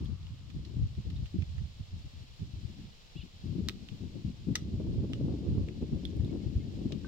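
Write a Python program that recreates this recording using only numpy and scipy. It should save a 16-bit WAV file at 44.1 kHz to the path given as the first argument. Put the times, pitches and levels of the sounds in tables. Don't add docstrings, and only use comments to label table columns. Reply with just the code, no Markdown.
import sys
import numpy as np
from scipy import signal
from scipy.fft import rfft, irfft
from scipy.io import wavfile
from scipy.ndimage import uniform_filter1d

SR = 44100
rng = np.random.default_rng(int(sys.argv[2]) if len(sys.argv) > 2 else 0)


def int16_out(signal):
    q = np.round(np.clip(np.atleast_2d(signal).T, -1, 1) * 32767)
    wavfile.write(sys.argv[1], SR, q.astype(np.int16))


N = 311787
TIME = np.arange(N) / SR

# frequency in Hz, relative level in dB.
RUMBLE_SPECTRUM = [(20, -30), (35, -18.5), (60, 2.5), (90, 3.5), (130, -2.5), (180, -14.5), (300, -38.5)]
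FLUTTER_SPECTRUM = [(90, -13), (140, 0), (200, 2), (260, -6.5), (350, -13.5), (450, -28.5), (700, -51)]
FINE_SPECTRUM = [(200, -12.5), (280, 3.5), (370, -2), (450, -10.5), (560, -15), (750, -27.5), (1100, -34.5),
                 (1700, -46)]
# time in seconds, relative level in dB,
# small eddies against large in dB, left over right in dB.
BREEZE = [(0, -42, -18, 1), (0.35, -46, -11, 0), (0.7, -42.5, -5.5, 6), (1.0, -42.5, -16, -3),
          (1.3, -46.5, -20, 1), (2.3, -51.5, -10, -0.5), (2.75, -50, 5, 6), (3.05, -62, -8.5, 3.5),
          (3.38, -56, -7.5, 0), (3.65, -47, 4.5, 7.5), (3.8, -51, 1, 2.5), (4.1, -46.5, 0.5, 4.5),
          (4.39, -48.5, -6, 2.5), (4.7, -41.5, 0, 3), (5.25, -36.5, -2, -1), (5.75, -45, 3, 3.5),
          (6.3, -40, -1, 4.5), (7.07, -44.5, 2, 5.5)]
# start and length in seconds, relative rumble and flutter in dB,
# left over right in dB.
GUSTS = [ (0.000, 0.024, -38.5, -38, 1), (0.021, 0.12, -37, -44.5, 7), (0.19, 0.044, -42, -65, 1.5),
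         (0.299, 0.02, -40.5, -53, -13), (0.541, 0.059, -39, -44.5, 4), (0.755, 0.045, -31, -37, 8),
         (0.802, 0.038, -27, -51, 5.5), (0.970, 0.019, -31.5, -36, -4), (1.047, 0.088, -37.5, -42, 5),
         (1.128, .11, -35.5, -53.5, 1), (1.339, 0.025, -39, -30, 4), (1.380, 0.051, -30, -38.5, -11),
         (1.469, 0.095, -38.5, -64, 0), (1.572, 0.083, -35.5, -50, -7), (1.793, 0.015, -32, -48.5, -8),
         (1.912, 0.054, -39, -57.5, 2), (2.037, 0.022, -40, -51.5, 6.5), (2.14, 0.032, -45, -63.5, 6),
         (2.390, 0.046, -37, -45, -5.5), (2.53, 0.051, -38.5, -51.5, 4), (2.623, 0.031, -37, -57.5, 8.5),
         (2.674, 0.035, -44.5, -56.5, 1.5), (2.793, .09, -50, -57.5, -13.5), (3.149, .018, -43.5, -44.5, 6),
         (3.184, .025, -40.5, -57, 10), (3.227, 0.011, -48, -40.5, 8.5), (3.434, .10, -40.5, -39.5, 10),
         (3.547, 0.052, -42, -34.5, 8), (3.607, .065, -37, -43, 7), (3.909, 0.034, -43, -42.5, 10.5),
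         (4.002, 0.069, -42, -42, 12), (4.139, 0.052, -51.5, -40.5, 9), (4.24, 0.048, -35.5, -35, 6.5),
         (4.463, 0.049, -41.5, -28.5, 9.5), (4.615, 0.067, -39.5, -46, 0), (4.723, .035, -31.5, -44, 3.5),
         (4.793, 0.028, -51, -38.5, 2.5), (4.870, 0.082, -36.5, -44, 2), (4.972, 0.027, -29, -48, 1.5),
         (5.023, 0.026, -38, -35, -2), (5.191, 0.065, -36, -35, 1), (5.276, 0.072, -42.5, -37, -1),
         (5.471, 0.06, -29, -35.5, 0.5), (5.541, .055, -31, -32, -0.5), (5.608, 0.032, -31.5, -44, 0),
         (5.808, .03, -37.5, -35.5, 1.5), (5.917, 0.035, -31, -34, 3), (6.149, 0.026, -33.5, -36, 4),
         (6.189, 0.019, -25.5, -45, 5), (6.227, 0.025, -33, -34.5, 2), (6.312, 0.043, -46, -35, 2),
         (6.452, 0.036, -32, -46.5, 4.5), (6.551, 0.013, -22.5, -49, 4), (6.785, 0.025, -40, -46, 8.5),
         (6.846, 0.013, -47, -33.5, 5.5), (6.921, 0.039, -50, -35.5, 6.5)]
# time in seconds, share from 0 to 1.
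WIND_SHARED = [(0, 0.54), (3, 0.62), (3.6, 0.69), (7.07, 0.56)]
# frequency in Hz, relative level in dB.
LEAVES_SPECTRUM = [(30, 24), (200, -3.5), (450, 4), (800, 2), (1150, -4.5), (1500, -3.5), (2200, -1.5),
                   (3000, 0.5), (7000, -0.5), (16000, 0)]
# time in seconds, relative level in dB.
LEAVES_LEVEL = [(0.0, -64.5), (0.35, -65.5), (1.06, -64.5), (1.22, -64), (3.05, -63), (5.59, -64.5),
                (7.07, -63)]
DRONE_LEVEL = [(0, -69.5), (.5, -77.5), (1.1, -81), (2, -79.5), (7.07, -85)]
# start in seconds, relative level in dB.
TINKLES = [(0.048, -55), (6.054, -48), (6.168, -55), (6.248, -51)]
# frequency in Hz, relative level in dB, seconds to fall 60 dB.
CLASP_MODES = [(9100, 2.5, 0.023), (9500, 3, 0.019), (12900, 2, .015), (14650, -2, .02)]
# start in seconds, relative snap level in dB, hollow's pitch in Hz,
# its relative level in dB, crumble against snap in dB, crumble decay in seconds, left over right in dB.
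SNAPS = [ (0.057, -52, 3440, 0.5, 3.5, 0.0049, -6), (0.2296, -54.5, 3900, -3, 1, .005, -8),
         (0.268, -49.5, 2920, 1, -3, 0.0025, -3), (0.501, -47.5, 2350, -10, 8.5, 0.0047, -3),
         (0.65, -51, 4100, -0.5, 8.5, 0.0066, 0), (0.9513, -50.5, 4020, -2, -1, 0.0027, -6),
         (1.102, -47, 2860, -5.5, 8, 0.0036, -3), (1.1600, -61.5, 3680, 8.5, 7.5, 0.023, -4),
         (1.258, -46.5, 2630, -3, 6, 0.0093, -4), (1.422, -44, 2380, 4, 0.5, 0.0034, 1),
         (1.5807, -51, 1730, 1, 6.5, 0.0065, -2), (3.6865, -16.5, 4070, -7, -9.5, 0.0025, 0.5),
         (3.687, -31, 13400, 4, -14, 0.0027, -12), (3.695, -27, 2480, -4, -10, 0.0021, -5),
         (3.8873, -40.5, 2750, 1.5, -3, 0.0032, -10), (4.554, -23.5, 2000, -5, -12, 0.0028, 1),
         (4.5560, -36, 14800, 2, 7.5, .003, 1), (4.5551, -18.5, 4030, -13, 1, 0.0047, -3.5),
         (4.5555, -20, 5950, -4.5, -2, 0.0043, -5), (4.5576, -17.5, 8900, -8, -8.5, 0.0094, 0),
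         (4.5626, -36.5, 2170, -3.5, 0, .003, 11), (5.1337, -31.5, 2920, -0.5, -19, 0.0026, -7),
         (5.1338, -36.5, 3000, 0, -4, 0.0092, 7), (5.6861, -46.5, 2340, 5.5, 1.5, .003, 1),
         (6.0522, -43.5, 3380, 9, -4, 0.0021, -8), (6.0534, -43, 3530, 4, -8, 0.0026, 0),
         (6.2474, -54.5, 3700, 2, -4, .004, -11), (6.9209, -42.5, 2770, 4.5, 3, 0.0051, 1),
         (6.9228, -40, 3940, 2, -1, 0.0022, 3)]
# frequency in Hz, width in Hz, gain in dB.
SHELL_MODES = [(1276, 60, 10), (1903, 270, 6), (2870, 160, -7.5), (3380, 520, -2), (3710, 110, -7),
               (5240, 200, 0.5), (6060, 400, 8), (8220, 310, 12), (12900, 970, 5.5)]
# start and length in seconds, top pitch in Hz, relative dB.
CALL_SYLLABLES = [(3.147, .075, 575, -54.5), (3.201, 0.0364, 600, -54)]
# multiple of the pitch, relative level in dB.
CALL_PARTIALS = [(4, -27), (5, 0), (6, -5), (7, -10)]
# start in seconds, top pitch in Hz, level in dB.
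CHIRPS = [(6.170, 2240, -70), (6.190, 1850, -71), (6.283, 2230, -64.5), (6.403, 2180, -68),
          (6.433, 1870, -72), (6.594, 2160, -64.5), (6.620, 1830, -71)]
# frequency in Hz, level in dB, seconds to fall 60 dB.
CHAIR_MODES = [(1190, -48.5, 0.027), (1535, -47.5, 0.075)]
# frequency in Hz, left gain in dB, right gain in dB.
PORT_EQ = [(1000, 0, -0.5), (2310, 1, 1.5), (2860, 4, 4), (4310, 2, 7), (4430, 3.5, 2.5), (5390, 3, -1.5),
           (6180, -1.5, -16), (7070, -1, -10.5), (7890, -6.5, -13), (8270, -14.5, -30), (10700, -14.5, -23),
           (11500, -21.5, -17.5), (12500, -18.5, -18), (15500, -20.5, -15.5)]


def from_db(db):
    return 10 ** (np.asarray(db) / 20)


def rms_one(x):
    return x / np.sqrt(np.mean(x ** 2) + 1e-20)


def in_time(rows):
    times, *columns = np.transpose(rows)
    return [np.interp(TIME, times, column) for column in columns]


def panned(side_db):
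    return from_db(np.array([[.5], [-.5]]) * side_db)


def drift(rate_hz, hop=40):
    pole = np.exp(-2 * np.pi * rate_hz * hop / SR)
    noise = rng.standard_normal(N // hop + 2002)
    slow = signal.lfilter([1], [1, -2 * pole, pole * pole], noise)[2000:]
    return np.interp(np.arange(N) / hop, np.arange(len(slow)), rms_one(slow))


def colour(x, spectrum, size=8192):
    hz, level_db = np.transpose(spectrum)
    grid = np.maximum(np.arange(size // 2 + 1) * SR / size, 1)
    gain = from_db(np.interp(np.log(grid), np.log(hz), level_db))
    cepstrum = irfft(np.log(gain))
    cepstrum[1:size // 2] *= 2
    cepstrum[size // 2 + 1:] = 0
    impulse = irfft(np.exp(rfft(cepstrum)))
    return np.apply_along_axis(signal.fftconvolve, -1, x, impulse)[..., :x.shape[-1]]


def cut(x, hz, kind, order=2):
    return signal.sosfilt(signal.butter(order, hz, kind, fs=SR, output="sos"), x)


def resonance(x, hz, width_hz):
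    r = np.exp(-np.pi * width_hz / SR)
    poles = [1, -2 * r * np.cos(2 * np.pi * hz / SR), r * r]
    return signal.lfilter(np.array([1, 0, -1]) * (1 - r * r) / 2, poles, x + 1e-18)


def struck(start_s, modes, size=8000):
    at, t = round(start_s * SR), np.arange(size) / SR
    out = np.zeros(N + size)
    for hz, db, t60 in modes:
        out[at:at + size] += from_db(db) * np.exp(-np.log(1000) * t / t60) * np.sin(2 * np.pi * hz * t)
    return out[:N]


def airflow(attack_s=0.008, release_s=0.014, fitful_db=4.5, steady_above_db=-42, fitful_below_db=-52):
    breeze_db, small_db, breeze_side_db = in_time(BREEZE)
    lightness = np.clip((steady_above_db - breeze_db) / (steady_above_db - fitful_below_db), 0, 1)
    breeze_db += lightness * fitful_db * (drift(rate_hz=14) - .5)
    large, small = from_db(breeze_db) ** 2, from_db(breeze_db + small_db) ** 2
    side = (large + small) * breeze_side_db
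    for start_s, length_s, rumble_db, flutter_db, side_db in GUSTS:
        span = slice(int(start_s * SR), int((start_s + length_s) * SR) + SR // 4)
        t = TIME[span] - start_s
        envelope = np.clip(t / attack_s, 0, 1) * np.exp(-np.maximum(t - length_s, 0) / release_s)
        rumble, flutter = (envelope * from_db(rumble_db)) ** 2, (envelope * from_db(flutter_db)) ** 2
        large[span] += rumble
        small[span] += flutter
        side[span] += (rumble + flutter) * side_db
    return 10 * np.log10(large), 10 * np.log10(small), side / (large + small)


def eddies(spectrum, side_db, lump_db, lump_hz):
    shared = in_time(WIND_SHARED)[0]
    white = np.sqrt(1 - shared) * rng.standard_normal((2, N)) + np.sqrt(shared) * rng.standard_normal(N)
    flow = colour(white, spectrum) * panned(side_db)
    slow_power = uniform_filter1d(uniform_filter1d(flow.mean(0) ** 2, size=1500), size=600)
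    flow /= np.sqrt(slow_power + 1e-12)
    return rms_one(flow * from_db(lump_db * drift(lump_hz)))


def wind(stir=0.86, stir_above_db=-40, follow=0.9, veer_db=1.5):
    rumble_db, flutter_db, side_db = airflow()
    side_db += veer_db * drift(rate_hz=5)
    sustained_db = uniform_filter1d(flutter_db, size=16000)
    fine_db = sustained_db + follow * (flutter_db - sustained_db) + stir * (sustained_db - stir_above_db)
    rumble = from_db(rumble_db + 1) * eddies(RUMBLE_SPECTRUM, side_db, lump_db=2, lump_hz=34)
    flutter = from_db(flutter_db - 0.3) * eddies(FLUTTER_SPECTRUM, side_db, lump_db=3, lump_hz=40.5)
    fine = from_db(fine_db - 6) * eddies(FINE_SPECTRUM, side_db, lump_db=3.5, lump_hz=50)
    buffeting = cut(rumble, 350, "low") + cut(flutter, 530, "low", order=4) + cut(fine, 1500, "low")
    return cut(buffeting, 31, "high")


def leaves(tree_share=0.39, flicker_db=0.47, port_lag_s=0.000352):
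    trees = cut(rng.standard_normal(N), 5000, "low", order=1)
    trees = np.array([trees, np.roll(trees, round(port_lag_s * SR))])
    air = np.sqrt(1 - tree_share) * rng.standard_normal((2, N)) + np.sqrt(tree_share) * trees
    level_db = in_time(LEAVES_LEVEL)[0] + 7.5 + flicker_db * drift(rate_hz=12)
    return from_db(level_db) * rms_one(colour(air, LEAVES_SPECTRUM))


def drone(hz=1080, width_hz=480):
    band = resonance(resonance(rng.standard_normal(N), hz, width_hz), hz, width_hz)
    return from_db(in_time(DRONE_LEVEL)[0]) * rms_one(band)


def clasp(vary_db=4):
    out = np.zeros(N)
    for start_s, touch_db in TINKLES:
        modes = [(hz, touch_db + db + rng.normal(0, vary_db), t60) for hz, db, t60 in CLASP_MODES]
        out += struck(start_s, modes)
    return out


def fracture(hollow_hz, hollow_db, crumble_db, crumble_s, hollow_q=6, fibres_per_s=5000, size=3000):
    t = np.arange(size) / SR
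    fibres = rng.standard_normal((2, size)) * (rng.random(size) < fibres_per_s / SR)
    fibres *= np.exp(-t / crumble_s)
    force = from_db(crumble_db) * fibres / np.sqrt(np.sum(fibres ** 2) / 2 + 1e-12)
    force[:, 0] += 1
    return force + from_db(hollow_db + 15.5) * resonance(force, hollow_hz, hollow_hz / hollow_q)


def peanuts(bend_hz=3400, bend_width_hz=2200, left_lag_s=.00008):
    force = np.zeros((2, N))
    for start_s, snap_db, hollow_hz, hollow_db, crumble_db, crumble_s, side_db in SNAPS:
        at = round(start_s * SR)
        snap = from_db(snap_db) * panned(side_db) * fracture(hollow_hz, hollow_db, crumble_db, crumble_s)
        force[:, at:at + snap.shape[1]] += snap[:, :N - at]
    shell = force + sum(from_db(db) * resonance(force, hz, width) for hz, width, db in SHELL_MODES)
    shell -= 2 * resonance(shell, bend_hz, bend_width_hz)
    left, right = from_db(4) * cut(shell, 810, "high", order=6)
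    return np.array([np.roll(left, round(left_lag_s * SR)), right])


def birds(chirp_s=0.037, chirp_arch=.08, call_arch=.25, waver=0.0128):
    out = np.zeros(N)
    unsteady = 1 + waver * drift(rate_hz=155)
    for start_s, length_s, hz, db in CALL_SYLLABLES:
        swell = np.sin(np.pi * np.clip((TIME - start_s) / length_s, 0, 1))
        phase = 2 * np.pi * np.cumsum(hz * unsteady * (1 + call_arch * (swell - 1))) / SR
        reedy = sum(from_db(partial_db) * np.sin(k * phase) for k, partial_db in CALL_PARTIALS)
        out += from_db(db - 3.5) * swell * reedy
    for start_s, hz, db in CHIRPS:
        swell = np.sin(np.pi * np.clip((TIME - start_s) / chirp_s, 0, 1))
        phase = 2 * np.pi * np.cumsum(hz * (1 + chirp_arch * (swell - 1))) / SR
        out += from_db(db) * swell ** 2 * np.sin(phase)
    return out


def chair_knock(start_s=7.047):
    return struck(start_s, CHAIR_MODES)


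def garden(x, near_db=-16, near_t60=0.12, far_db=-20, far_t60=0.2, predelay_s=.002, size=16384):
    t = np.arange(size) / SR
    tail = 0
    for level_db, t60 in (near_db, near_t60), (far_db, far_t60):
        scatter = rng.standard_normal((2, size)) * np.exp(-np.log(1000) * t / t60) * (t > predelay_s)
        tail += from_db(level_db) * rms_one(scatter) / np.sqrt(size)
    return x + signal.fftconvolve(x, tail, axes=1)[:, :N]


def scene():
    return garden(peanuts() + chair_knock() + clasp() + birds()) + leaves() + drone() + wind()


def record(dry, cutoff_hz=15900):
    hz, left_db, right_db = np.transpose(PORT_EQ)
    heard = np.array([colour(x, np.column_stack([hz, db])) for x, db in zip(dry, (left_db, right_db))])
    return signal.sosfilt(signal.ellip(10, .2, 80, cutoff_hz, fs=SR, output="sos"), heard)


dry = scene()
out = record(dry)
int16_out(out)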